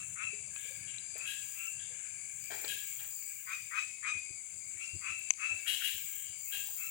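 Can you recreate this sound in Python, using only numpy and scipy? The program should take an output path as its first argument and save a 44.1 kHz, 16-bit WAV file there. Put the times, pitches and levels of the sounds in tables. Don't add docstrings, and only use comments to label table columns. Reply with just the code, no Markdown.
import sys
import numpy as np
from scipy import signal
from scipy.fft import rfft, irfft, next_fast_len
from scipy.io import wavfile
from scipy.ndimage import uniform_filter1d, minimum_filter1d, map_coordinates

SR = 44100
rng = np.random.default_rng(int(sys.argv[2]) if len(sys.argv) > 2 else 0)


def log_audio(samples):
    frames = np.atleast_2d(samples).T
    limited = np.clip(frames, -1, 1)
    pcm = np.round(limited * 32767).astype(np.int16)
    wavfile.write(sys.argv[1], SR, pcm)


N = 304290
T = np.arange(N) / SR

# (start [s], length [s], top pitch, an octave under the whistle [Hz], whistle level [dB],
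# rising body level [dB], grate level [dB], overtone level [dB], echo level [dB])
WHISTLE_NOTES = [(-.09, 0.15, 1323, -42, -44, -50.5, -69, 3),
                 (0.15, .15, 1318, -37.5, -43.5, -44.5, -56, 3.5),
                 (1.153, 0.14, 1305, -39.5, -48, -50.5, -66, 3),
                 (1.53, 0.17, 1368, -36.5, -48, -65, -70, -2),
                 (3.455, 0.13, 1243, -37, -40, -39.5, -47.5, 3.5),
                 (3.703, 0.15, 1282, -35, -35, -38, -44.5, 1),
                 (4.022, 0.12, 1251, -29, -36, -37, -41.5, -2.5),
                 (4.758, 0.13, 1374, -45.5, -41.5, -66, -53, 4),
                 (5.004, 0.16, 1326, -34, -41, -43.5, -52, 6.5),
                 (5.37, .165, 1328, -30.5, -39.5, -43, -51, 0),
                 (6.442, 0.12, 1337, -44.5, -63, -73, -72, 7), (6.756, 0.16, 1333, -40.5, -50, -55, -53, 6)]
# (multiple of the base pitch, level [dB])
WHISTLE_PARTIALS = [(1, -3), (3, 0), (4, -2), (5, 6)]
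# (frequency [Hz], relative level [dB])
GRATE_COLOUR = [(500, -66), (850, -32), (1040, -5.5), (1240, 3.5), (1550, -2), (1750, -3), (1950, 3.5),
                (2250, -7.5), (2700, -29), (3300, -17), (4000, -28), (9000, -56.5)]
# (frequency [Hz], relative level [dB])
BRIGHT_COLOUR = [(700, -33), (1050, -34), (1260, -7), (1600, -28), (2050, -11), (2400, 1.5), (2850, -5),
                 (3300, -11), (4200, -17.5), (4900, -12), (5500, -19), (6200, -5.5), (9000, -87)]
# (time [s], level [dB])
FAR_FROG_LEVEL = [(0, -49.5), (.5, -48), (1.1, -49), (1.8, -50.5), (2.0, -51), (2.7, -50.5), (3.4, -52.5),
                  (4.0, -55.5), (4.6, -57.5), (5.6, -48), (6.15, -49), (6.4, -55), (6.75, -69)]
# (frequency [Hz], relative level [dB])
FAR_FROG_COLOUR = [(1100, -31.5), (1450, -16), (1640, -9), (1850, -19.5), (2080, -4.5), (2250, 7.5),
                   (2480, 1), (2750, -3.5), (3050, -14.5), (3500, -13), (4200, -26), (4650, -31),
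                   (5000, -17), (5500, -30), (7000, -61.5)]
# (time [s], level [dB])
DRONE_LEVEL = [(0.0, -46), (2.86, -45.5), (3.57, -49), (4.28, -47), (5.48, -47), (5.82, -46), (6.9, -46)]
# (frequency [Hz], relative level [dB])
CRICKET_COLOUR = [(3000, -28.5), (5400, -32.5), (6100, -13.5), (6400, -4.5), (6650, -6.5), (7000, 2.5),
                  (7350, 0.5), (7800, -2.5), (8100, -2.5), (8800, -7.5), (9300, -4), (9800, -10),
                  (10600, -41), (14000, -85.5)]
# (frequency [Hz], right minus left [dB])
CRICKET_BALANCE = [(5000, -3.5), (6000, -19), (7600, -22.5), (8400, -30), (9300, -4.5), (11000, -22)]
# (time [s], level [dB])
AIR_LEVEL = [(0, -64), (1.3, -69), (2.8, -69), (3.4, -76), (4.4, -73.5), (6.9, -73)]
# (frequency [Hz], relative level [dB])
AIR_COLOUR = [(20, -23), (45, -21.5), (68, -5), (99, 2.5), (125, 0), (150, -0.5), (230, -13.5), (600, -26),
              (850, -23.5), (1300, -25), (4000, -28), (12000, -73)]
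# (full strength from [s], hold [s], level [dB], swell [s], fade [s])
BUZZ_BOUTS = [(0.104, 0.019, -58, 0.22, .07), (0.658, 0.079, -49.5, 0.18, 0.13),
              (1.617, 0.027, -42, 0.43, 0.13), (2.25, 0.093, -63.5, 0.63, 0.15),
              (2.656, 0.33, -38.5, 0.35, 0.91), (4.7, 1, -61, 0.56, 0.26), (5.904, 0.25, -35.5, 0.33, 0.17),
              (6.527, 0.33, -34.5, 0.17, .2)]
# (first call [s], stop [s],
# period [s], # call length [s], pips per second [1/s], middle pitch of a pip [Hz], level [dB])
TRILL_CALLS = [(0.09, 3.2, .343, 0.21, 60, 2290, -59.5), (3.87, 6.9, .362, 0.23, 38, 2250, -52.5),
               (0.3, 7.7, .35, 0.25, 70, 4755, -61.5), (0.5, 2.2, .41, 0.49, 27, 1640, -64.5)]
# (first chirp [s], stop [s], period [s],
# middle pitch of a stroke [Hz], level [dB])
CRICKET_CHIRPS = [(.1, 3.4, 0.21, 7800, -50), (3.78, 6.1, 0.25, 7730, -50.5), (4.1, 5.1, 0.28, 7700, -50.5),
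                  (5.24, 5.7, .235, 7600, -51)]
# (time [s], pitch [Hz], level [dB])
LITTER_TICKS = [(0.137, 8900, -34), (.241, 3280, -38), (0.561, 2530, -31.5), (0.611, 11000, -41.5),
                (0.983, 3950, -32), (1.18, 14600, -30.5), (1.67, 5610, -34.5), (2.44, 7000, -32),
                (2.621, 11900, -30), (2.648, 4180, -29), (2.679, 4800, -30.5), (3.045, 2850, -37),
                (4.191, 10100, -34), (5.192, 13060, -30), (6.775, 10500, -27)]
# (multiple of its pitch, relative level [dB])
TICK_COLOUR = [(.1, -37), (.5, -10.5), (.9, -1), (1, 10.5), (1.1, -2), (1.7, -15), (4, -50)]
# (time [s], peak level [dB])
TWIG_SNAPS = [(5.3051, 3), (5.3362, -22.5)]
# (frequency [Hz], relative level [dB])
SNAP_COLOUR = [(200, -40.5), (560, -14.5), (1100, -12), (1600, -28.5), (2200, -1.5), (2900, -1),
               (3600, -13.5), (5600, -12.5), (6150, 4), (6800, 2.5), (7600, -13.5), (9300, -14.5),
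               (10500, -21), (13000, -32), (15500, -34)]
# (time [s], starting pitch [Hz], level [dB], time to fall 60 dB [s])
WATER_PLOPS = [(.33, 417.5, -40, 0.11), (.472, 604, -53, 0.066), (.65, 486, -51.5, .08),
               (0.704, 530, -47.5, .11), (1.154, 437, -39.5, 0.041), (1.155, 624, -34.5, 0.029),
               (1.901, 493, -55.5, .2), (2.502, 692, -33, .07), (2.52, 600, -43, .08),
               (2.552, 425, -49, 0.061), (2.644, 635, -50, 0.045), (6.684, 850, -44.5, 0.053)]
# (time [s], level [dB], time to fall 60 dB [s])
WATER_SLOSHES = [(1.16, -59, 0.28), (1.879, -72, 0.62), (2.503, -48.5, 0.49), (2.64, -44.5, 0.083),
                 (2.99, -62.5, 0.6), (5.095, -68.5, 0.42), (5.5, -63.5, 0.54), (5.72, -68, 0.85),
                 (6.529, -63.5, 0.58), (6.7, -68, 0.25)]
# (frequency [Hz], relative level [dB])
SLOSH_COLOUR = [(150, -28), (400, -3), (700, 2), (1200, -5.5), (1800, 3), (3000, -8.5), (5000, -10),
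                (12000, -45.5)]
# (start [s], length [s], final vocal sac pitch [Hz], level [dB], throat hum level [dB],
# opening croak relative to the rasp [dB])
RASP_NOTES = [(0.54, 0.16, 3480, -49, -56, 0), (0.856, 0.065, 2870, -46, -77, -8),
              (1.244, 0.1, 2810, -36.5, -45.5, -3), (1.771, 0.11, 3450, -49, -56, 0),
              (2.66, 0.085, 2730, -34.5, -43, -15), (2.979, 0.035, 2800, -45, -66, -8),
              (5.657, 0.068, 2880, -28.5, -61, 3.5), (5.714, 0.046, 3020, -31.5, -62, -7),
              (5.804, 0.099, 2870, -30, -49.5, 1), (6.051, 0.31, 3010, -51.5, -65, -1),
              (6.501, 0.094, 2750, -36, -48, -9)]
# (frequency [Hz], relative level [dB])
CROAK_COLOUR = [(600, -27), (1150, -33), (1400, 7), (1700, 10), (2500, 6.5), (3200, 6), (5000, -44),
                (12000, -82)]
# (frequency [Hz], relative level [dB])
RASP_COLOUR = [(600, -36), (1350, -28.5), (1650, -5), (1900, -10.5), (2200, -5.5), (2450, -4.5),
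               (2700, -1.5), (3000, 1), (3270, 4), (3550, -10.5), (3800, -4), (4300, -15.5), (5600, -17.5),
               (7500, -15.5), (11000, -10), (16000, -18)]
# (start [s], scuff length [s], scuff level [dB], thump level [dB])
CAMERA_BUMPS = [(1.033, 0.16, -69, -65), (4.147, 0.027, -53, -52), (4.296, 0.019, -52, -60),
                (4.539, 0.029, -59.5, -69), (4.745, 0.024, -58.5, -53), (4.932, 0.039, -49, -40),
                (5.091, 0.044, -59, -57), (5.512, 0.06, -59, -48), (5.937, 0.039, -63, -55),
                (6.289, 0.026, -64, -53.5)]
# (frequency [Hz], relative level [dB])
SCUFF_COLOUR = [(30, -41), (90, 10), (160, -0.5), (230, -14), (330, -0.5), (480, -19), (1200, -59),
                (4000, -76)]
# (frequency [Hz], time to fall 60 dB [s])
TREE_ECHO = [(200, 0.6), (1200, 0.18), (2600, 0.55), (6000, 0.93), (15000, 0.26)]

ARCH_TOP, ARCH_SAG = 0.66, 0.3003
BODY_START, BODY_END, BODY_RISE, BODY_WIDTH_HZ = 0.736, 0.92, 0.55, 420
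PITCH_DB = -22
CHORUS_SWAY_DB = 3
DRONE_DB = 3
THIN_HZ, THIN_DB = 6425, -16.5
SWELL_DB, LULL_DB = 21.5, -71.5
PIP_UNEVEN, PIP_FALL, PIP_ROUGH, OCTAVE_DB = 0.284, 0.087, 0.0245, -28
CHIRP_S, STROKES_PER_S = 0.087, 70.3
SAC_START, SAC_WIDTH_HZ, SAC_DB = 0.75, 495, -8.5
HUM_HZ, HUM_WIDTH_HZ, HUM_T60 = 1650, 93, 0.49
THUMP_HZ, THUMP_T60 = 94, 0.11
NEAR_LAG_S, FAR_LAG_S = 0.00127, 0.00063
TOP_HZ = 15950


def amp(db):
    return 10 ** (np.asarray(db) / 20)


def unit(x):
    return x / np.sqrt(np.mean(x ** 2) + 1e-20)


def along(points, hz):
    f, v = np.transpose(points)
    return np.interp(np.log(hz + 1), np.log(f + 1), v)


def curves(rows):
    s, *cols = np.transpose(rows)
    return [np.interp(T, s, c) for c in cols]


def wobble(rate, size=N):
    points = rng.standard_normal(int(size * rate / SR) + 4)
    return map_coordinates(points, [np.arange(size) * rate / SR])


def filtered(x, gain):
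    n = x.shape[-1]
    m = next_fast_len(n + 8192)
    return irfft(rfft(x, m) * gain(np.fft.rfftfreq(m, 1 / SR)), m)[..., :n]


def coloured(x, spectrum):
    order = 2048
    cepstrum = irfft(np.log(amp(along(spectrum, np.fft.rfftfreq(order, 1 / SR)))))
    cepstrum[1:order // 2] *= 2
    cepstrum[order // 2 + 1:] = 0
    ring = irfft(np.exp(rfft(cepstrum)))
    if x.ndim > 1:
        ring = np.atleast_2d(ring)
    return unit(signal.fftconvolve(x, ring, axes=-1)[..., :x.shape[-1]])


def patchy(x, patchy_db):
    bands = signal.stft(x, nperseg=512)[2]
    field = uniform_filter1d(rng.standard_normal(bands.shape), size=5, axis=0)
    field = uniform_filter1d(uniform_filter1d(field, size=22, axis=1), size=12, axis=1)
    return unit(signal.istft(bands * amp(patchy_db * unit(field)), nperseg=512)[1][:N])


def gliding(x, hz, width_hz):
    turn = np.exp(2j * np.pi * np.cumsum(hz) / SR)
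    b, a = signal.butter(3, width_hz / 2, fs=SR)
    return unit((signal.lfilter(b, a, x / turn) * turn).real)


def add(track, s, sound):
    i = round(s * SR)
    part = sound[max(-i, 0):max(N - i, 0)]
    track[max(i, 0):][:len(part)] += part


def swell(u, rise, fall):
    fade_in = np.sin(np.pi / 2 * np.clip(u / rise, 0, 1))
    fade_out = np.sin(np.pi / 2 * np.clip((1 - u) / fall, 0, 1))
    return fade_in * fade_out


def among_trees(x, wet_db, right_db, lag_s=FAR_LAG_S):
    echoes = rng.standard_normal((2, SR)) * amp(2 * wobble(400, size=SR))
    hz, t, bands = signal.stft(echoes, SR, nperseg=256)
    long_echo = amp(-60 * t / along(TREE_ECHO, hz)[:, None])
    quick_scatter = 1.38 * amp(-60 * t / 0.033)
    tail = signal.istft(bands * (long_echo + quick_scatter), SR, nperseg=256)[1]
    paths = amp(wet_db) * tail / np.linalg.norm(tail[0])
    paths[[0, 1], [round(lag_s * SR), 0]] += 1
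    heard = signal.fftconvolve(x[None], paths, axes=1)[:, :N]
    return heard * amp([[0], [right_db]]) / np.sqrt(1 + amp(wet_db) ** 2)


def pulses(rate, jitter, breath):
    phase = np.cumsum(rate * np.exp(jitter * wobble(200, size=len(rate)))) / SR
    clicks = np.diff(np.floor(phase), prepend=-1) * amp(1 * rng.standard_normal(len(rate)))
    puffs = np.exp(-4 * (phase % 1)) * rng.standard_normal(len(rate))
    return unit(clicks) + breath * unit(puffs)


def crack(spectrum, burst, ring_db, ring_t60):
    t = np.arange(SR // 20) / SR
    shape = t / burst * np.exp(1 / 2 - (t / burst) ** 2 / 2) + amp(ring_db - 60 * t / ring_t60)
    x = coloured(rng.standard_normal(len(t)) * shape, spectrum)
    return x / np.abs(x).max()


def whistling_frogs():
    out = np.zeros((2, N))
    for s, length, pitch_hz, whistle_db, body_db, grate_db, overtone_db, echo_db in WHISTLE_NOTES:
        u = np.linspace(0, 1, int(length * SR))
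        rate = 170 + 110 * u
        cords = pulses(rate, jitter=0.03, breath=0.25)
        cords = filtered(cords, lambda hz: np.exp(-1j * (hz / 640) ** 2 / (1 + hz / 9000)))

        sac_share = BODY_START + (BODY_END - BODY_START) * np.minimum(u / BODY_RISE, 1)
        body = gliding(cords, 2 * pitch_hz * sac_share, BODY_WIDTH_HZ) * swell(u / 0.74, 0.67, 0.54)
        grate = coloured(cords, GRATE_COLOUR) * swell(u / 0.72, 0.41, 0.38)
        bright = coloured(cords, BRIGHT_COLOUR) * swell((u - 0.2) / 0.6, 0.8, 0.37)

        arch = 1 - ARCH_SAG * np.maximum(u - ARCH_TOP, -0.33) ** 2
        glide = arch + 0.003 * wobble(160, size=len(u))
        phase = 2 * np.pi * np.cumsum(pitch_hz * glide) / SR
        chop = 1 + (1 - u) ** 2 * np.cos(2 * np.pi * np.cumsum(rate) / SR)
        flutter = 0.35 * wobble(190, size=len(u))
        loose = np.clip((-26 - whistle_db) / 12, 0.2, 0.8)
        tone = np.sin(2 * (phase + loose * flutter)) + amp(PITCH_DB) * np.sin(phase)
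        unsteady = amp((1 + 3 * loose) * wobble(170, size=len(u)))
        whistle = unit(tone * chop * unsteady) * swell(u, 0.65, 0.14) ** 2
        partials = sum(amp(db) * np.sin(round(k) * (phase + flutter)) for k, db in WHISTLE_PARTIALS)
        overtones = unit(partials) * chop * swell(u, 0.72, 0.3) ** 4

        note, edge = np.zeros(N), np.zeros(N)
        full_body = body + amp(-7.5) * bright
        add(note, s, amp(grate_db) * grate + amp(body_db) * full_body + amp(whistle_db) * whistle)
        add(edge, s, amp(overtone_db) * overtones)
        out += among_trees(note, wet_db=echo_db, right_db=-12.5, lag_s=NEAR_LAG_S)
        out += among_trees(edge, wet_db=echo_db - 3, right_db=-13.0, lag_s=NEAR_LAG_S)
    return out


def far_frogs():
    level_db, = curves(FAR_FROG_LEVEL)
    calls = patchy(rng.standard_normal(N), patchy_db=3) * amp(4.5 * wobble(70))
    murmur = among_trees(coloured(calls, FAR_FROG_COLOUR), wet_db=4.0, right_db=-22.5)
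    return amp(level_db - 2.5 + CHORUS_SWAY_DB * wobble(7.5)) * murmur


def crickets():
    level_db, = curves(DRONE_LEVEL)
    near = np.zeros(N)
    for pitch, speed, start, pace in rng.random((12, 4)):
        stroke_turns = (35 + 45 * speed) * T + start + 0.33 * wobble(6)
        strokes = np.maximum(np.sin(2 * np.pi * stroke_turns), 0)
        chirps = np.sin(np.pi * ((3 + 3 * pace) * T + start + 0.2 * wobble(2))) ** 4
        hz = 7000 + 620 * pitch + 90 * strokes + 50 * wobble(5)
        near += chirps * strokes * np.sin(2 * np.pi * np.cumsum(hz) / SR)
    thin = gliding(rng.standard_normal(N), np.full(N, THIN_HZ), width_hz=90)
    far = coloured(rng.standard_normal((2, N)), CRICKET_COLOUR)
    drone = far + 0.75 * unit(near) + amp(THIN_DB) * thin
    drone = filtered(drone, lambda hz: amp([0 * hz, along(CRICKET_BALANCE, hz)]))
    return amp(level_db + DRONE_DB + 0.35 * wobble(11)) * drone


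def night_air():
    level_db, = curves(AIR_LEVEL)
    shared = patchy(rng.standard_normal(N), patchy_db=2.0)
    air = coloured(shared + 1.0 * rng.standard_normal((2, N)), AIR_COLOUR)
    return amp(level_db + 3.5 + 2.63 * wobble(16)) * air * amp([[0], [-10]])


def bush_cricket():
    power = amp(LULL_DB) ** 2
    for s, hold, db, swell_s, fade_s in BUZZ_BOUTS:
        away = np.maximum(s - T, 0) / swell_s + np.maximum(T - s - hold, 0) / fade_s
        power = power + amp(db - SWELL_DB * away ** 2) ** 2
    wings = np.sin(2 * np.pi * np.cumsum(31 + 2.77 * wobble(3.1)) / SR)
    # (frequency [Hz], relative level [dB])
    buzz_colour = [(12500, -37.0), (14000, -20.5), (14700, 1.5), (15300, -1.0), (16000, -2.0)]
    buzz = coloured(rng.standard_normal((2, N)), buzz_colour)
    return np.sqrt(power) * amp(2.4 * wings) * buzz * amp([[0], [-8]])


def trilling_frogs():
    out = np.zeros(N)
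    for first, stop, period, length, pips_per_s, pitch_hz, db in TRILL_CALLS:
        u = np.linspace(0, 1, int(length * SR))
        for s in np.arange(first, stop, period):
            rate = pips_per_s * np.exp(PIP_UNEVEN * wobble(23.1, size=len(u)))
            pip = (np.cumsum(rate) / SR) % 1
            glide = 1 + PIP_FALL * (1 / 2 - pip) + PIP_ROUGH * wobble(399.6, size=len(u))
            phase = 2 * np.pi * np.cumsum(pitch_hz * glide) / SR
            tone = np.sin(phase) + amp(OCTAVE_DB) * np.sin(2 * phase)
            voice = unit(np.sin(np.pi * pip) ** 2 * tone)
            add(out, s, amp(db + 2 * rng.standard_normal()) * voice * swell(u, 0.036, 0.33))
    return among_trees(out, wet_db=7, right_db=-18.5)


def chirping_crickets():
    out = np.zeros(N)
    u = np.linspace(0, 1, int(CHIRP_S * SR))
    for first, stop, period, pitch_hz, db in CRICKET_CHIRPS:
        for s in np.arange(first, stop, period):
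            stroke = (STROKES_PER_S * CHIRP_S * u + rng.random()) % 1
            hz = pitch_hz + 120 * (1 / 2 - stroke) + 20 * wobble(90, size=len(u))
            phase = 2 * np.pi * np.cumsum(hz) / SR
            chirp = unit(np.sin(np.pi * stroke) * np.sin(phase)) * swell(u, 0.22, 0.24)
            add(out, s, amp(db + 2 * rng.standard_normal()) * chirp)
    return among_trees(out, wet_db=-4.5, right_db=-12.5)


def twigs():
    small, close = np.zeros(N), np.zeros(N)
    for s, pitch_hz, db in LITTER_TICKS:
        spectrum = [(k * pitch_hz, level) for k, level in TICK_COLOUR]
        add(small, s, amp(db + 1) * crack(spectrum, burst=0.0004, ring_db=-14, ring_t60=0.018))
    for s, db in TWIG_SNAPS:
        add(close, s, amp(db) * crack(SNAP_COLOUR, burst=0.0006, ring_db=-13, ring_t60=0.02))
    ticks = among_trees(small, wet_db=-9, right_db=-9)
    return ticks + among_trees(close, wet_db=-23.5, right_db=-26.0)


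def water():
    bubbles, splashes = np.zeros(N), np.zeros(N)
    t = np.arange(SR // 2) / SR
    for s, pitch_hz, db, t60 in WATER_PLOPS:
        ring = np.sin(2 * np.pi * pitch_hz * t * (1 + 0.25 * t))
        add(bubbles, s, amp(db - 60 * t / t60) * (1 - np.exp(-t / 0.0029)) * ring)
    for s, db, t60 in WATER_SLOSHES:
        patter = amp(2.7 * wobble(378.7, size=len(t)))
        spray = coloured(rng.standard_normal(len(t)) * patter, SLOSH_COLOUR)
        add(splashes, s, amp(db + 10.5 - 60 * t / t60) * (1 - np.exp(-t / 0.003)) * spray)
    plops = among_trees(bubbles, wet_db=-9, right_db=-12)
    return plops + among_trees(splashes, wet_db=2.0, right_db=-8.5, lag_s=NEAR_LAG_S)


def rasping_frogs():
    out = np.zeros(N)
    t = np.arange(SR // 2) / SR
    for s, length, sac_hz, db, hum_db, croak_db in RASP_NOTES:
        u = np.linspace(0, 1, int(length * SR))
        cords = pulses(np.full(len(u), 135.0), jitter=0.2, breath=0.35)
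        cords = cords * amp(1.5 * wobble(110, size=len(u)))
        sac_share = SAC_START + (1 - SAC_START) * np.minimum(u / 0.29, 1)
        sac = gliding(cords, sac_hz * sac_share, SAC_WIDTH_HZ)
        opening = np.clip(u / 0.26, 0, 1) ** 2
        croak = (1 - opening) * amp(croak_db) * coloured(cords, CROAK_COLOUR)
        rasp = croak + opening * 0.8 * coloured(cords, RASP_COLOUR) + amp(SAC_DB) * sac
        loss_db = min(db + 39.0, 0)
        rasp = filtered(rasp, lambda hz: amp(loss_db * (hz / 9000) ** 2))
        add(out, s, amp(db + 1.0) * rasp * swell(u, 0.34, 0.38))

        hum = gliding(rng.standard_normal(len(t)), np.full(len(t), HUM_HZ), HUM_WIDTH_HZ)
        hum_gain = amp(hum_db - 60 * np.maximum(t - length / 2, 0) / HUM_T60)
        add(out, s, hum_gain * np.minimum(t / 0.033, 1) ** 2 * hum)
    return among_trees(out, wet_db=6, right_db=-13, lag_s=NEAR_LAG_S)


def handling():
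    out = np.zeros(N)
    t = np.arange(SR // 4) / SR
    for s, length, scuff_db, thump_db in CAMERA_BUMPS:
        u = np.linspace(0, 1, int(length * SR))
        scuff = coloured(rng.standard_normal(len(u)), SCUFF_COLOUR) * swell(u, 0.21, 0.1)
        add(out, s, amp(scuff_db) * scuff)
        thump = (1 - np.exp(-t / 0.009)) * np.sin(2 * np.pi * THUMP_HZ * t)
        add(out, s, amp(thump_db + 8.5 - 60 * t / THUMP_T60) * thump)
    return among_trees(out, wet_db=-10, right_db=-17)


def scene():
    swamp = whistling_frogs() + far_frogs() + crickets() + night_air() + bush_cricket()
    swamp = swamp + trilling_frogs() + chirping_crickets() + twigs() + water()
    return swamp + rasping_frogs() + handling()


def record(dry):
    peak = np.abs(dry).max(axis=0)
    over_db = np.maximum(20 * np.log10(peak / amp(-4.5) + 1e-9), 0)
    recovery_db = 70 * T
    duck_db = np.maximum.accumulate(over_db + recovery_db) - recovery_db
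    gain = uniform_filter1d(minimum_filter1d(amp(-duck_db), size=64), size=64)
    return filtered(dry * gain, lambda hz: hz < TOP_HZ)


dry = scene()
out = record(dry)
log_audio(out)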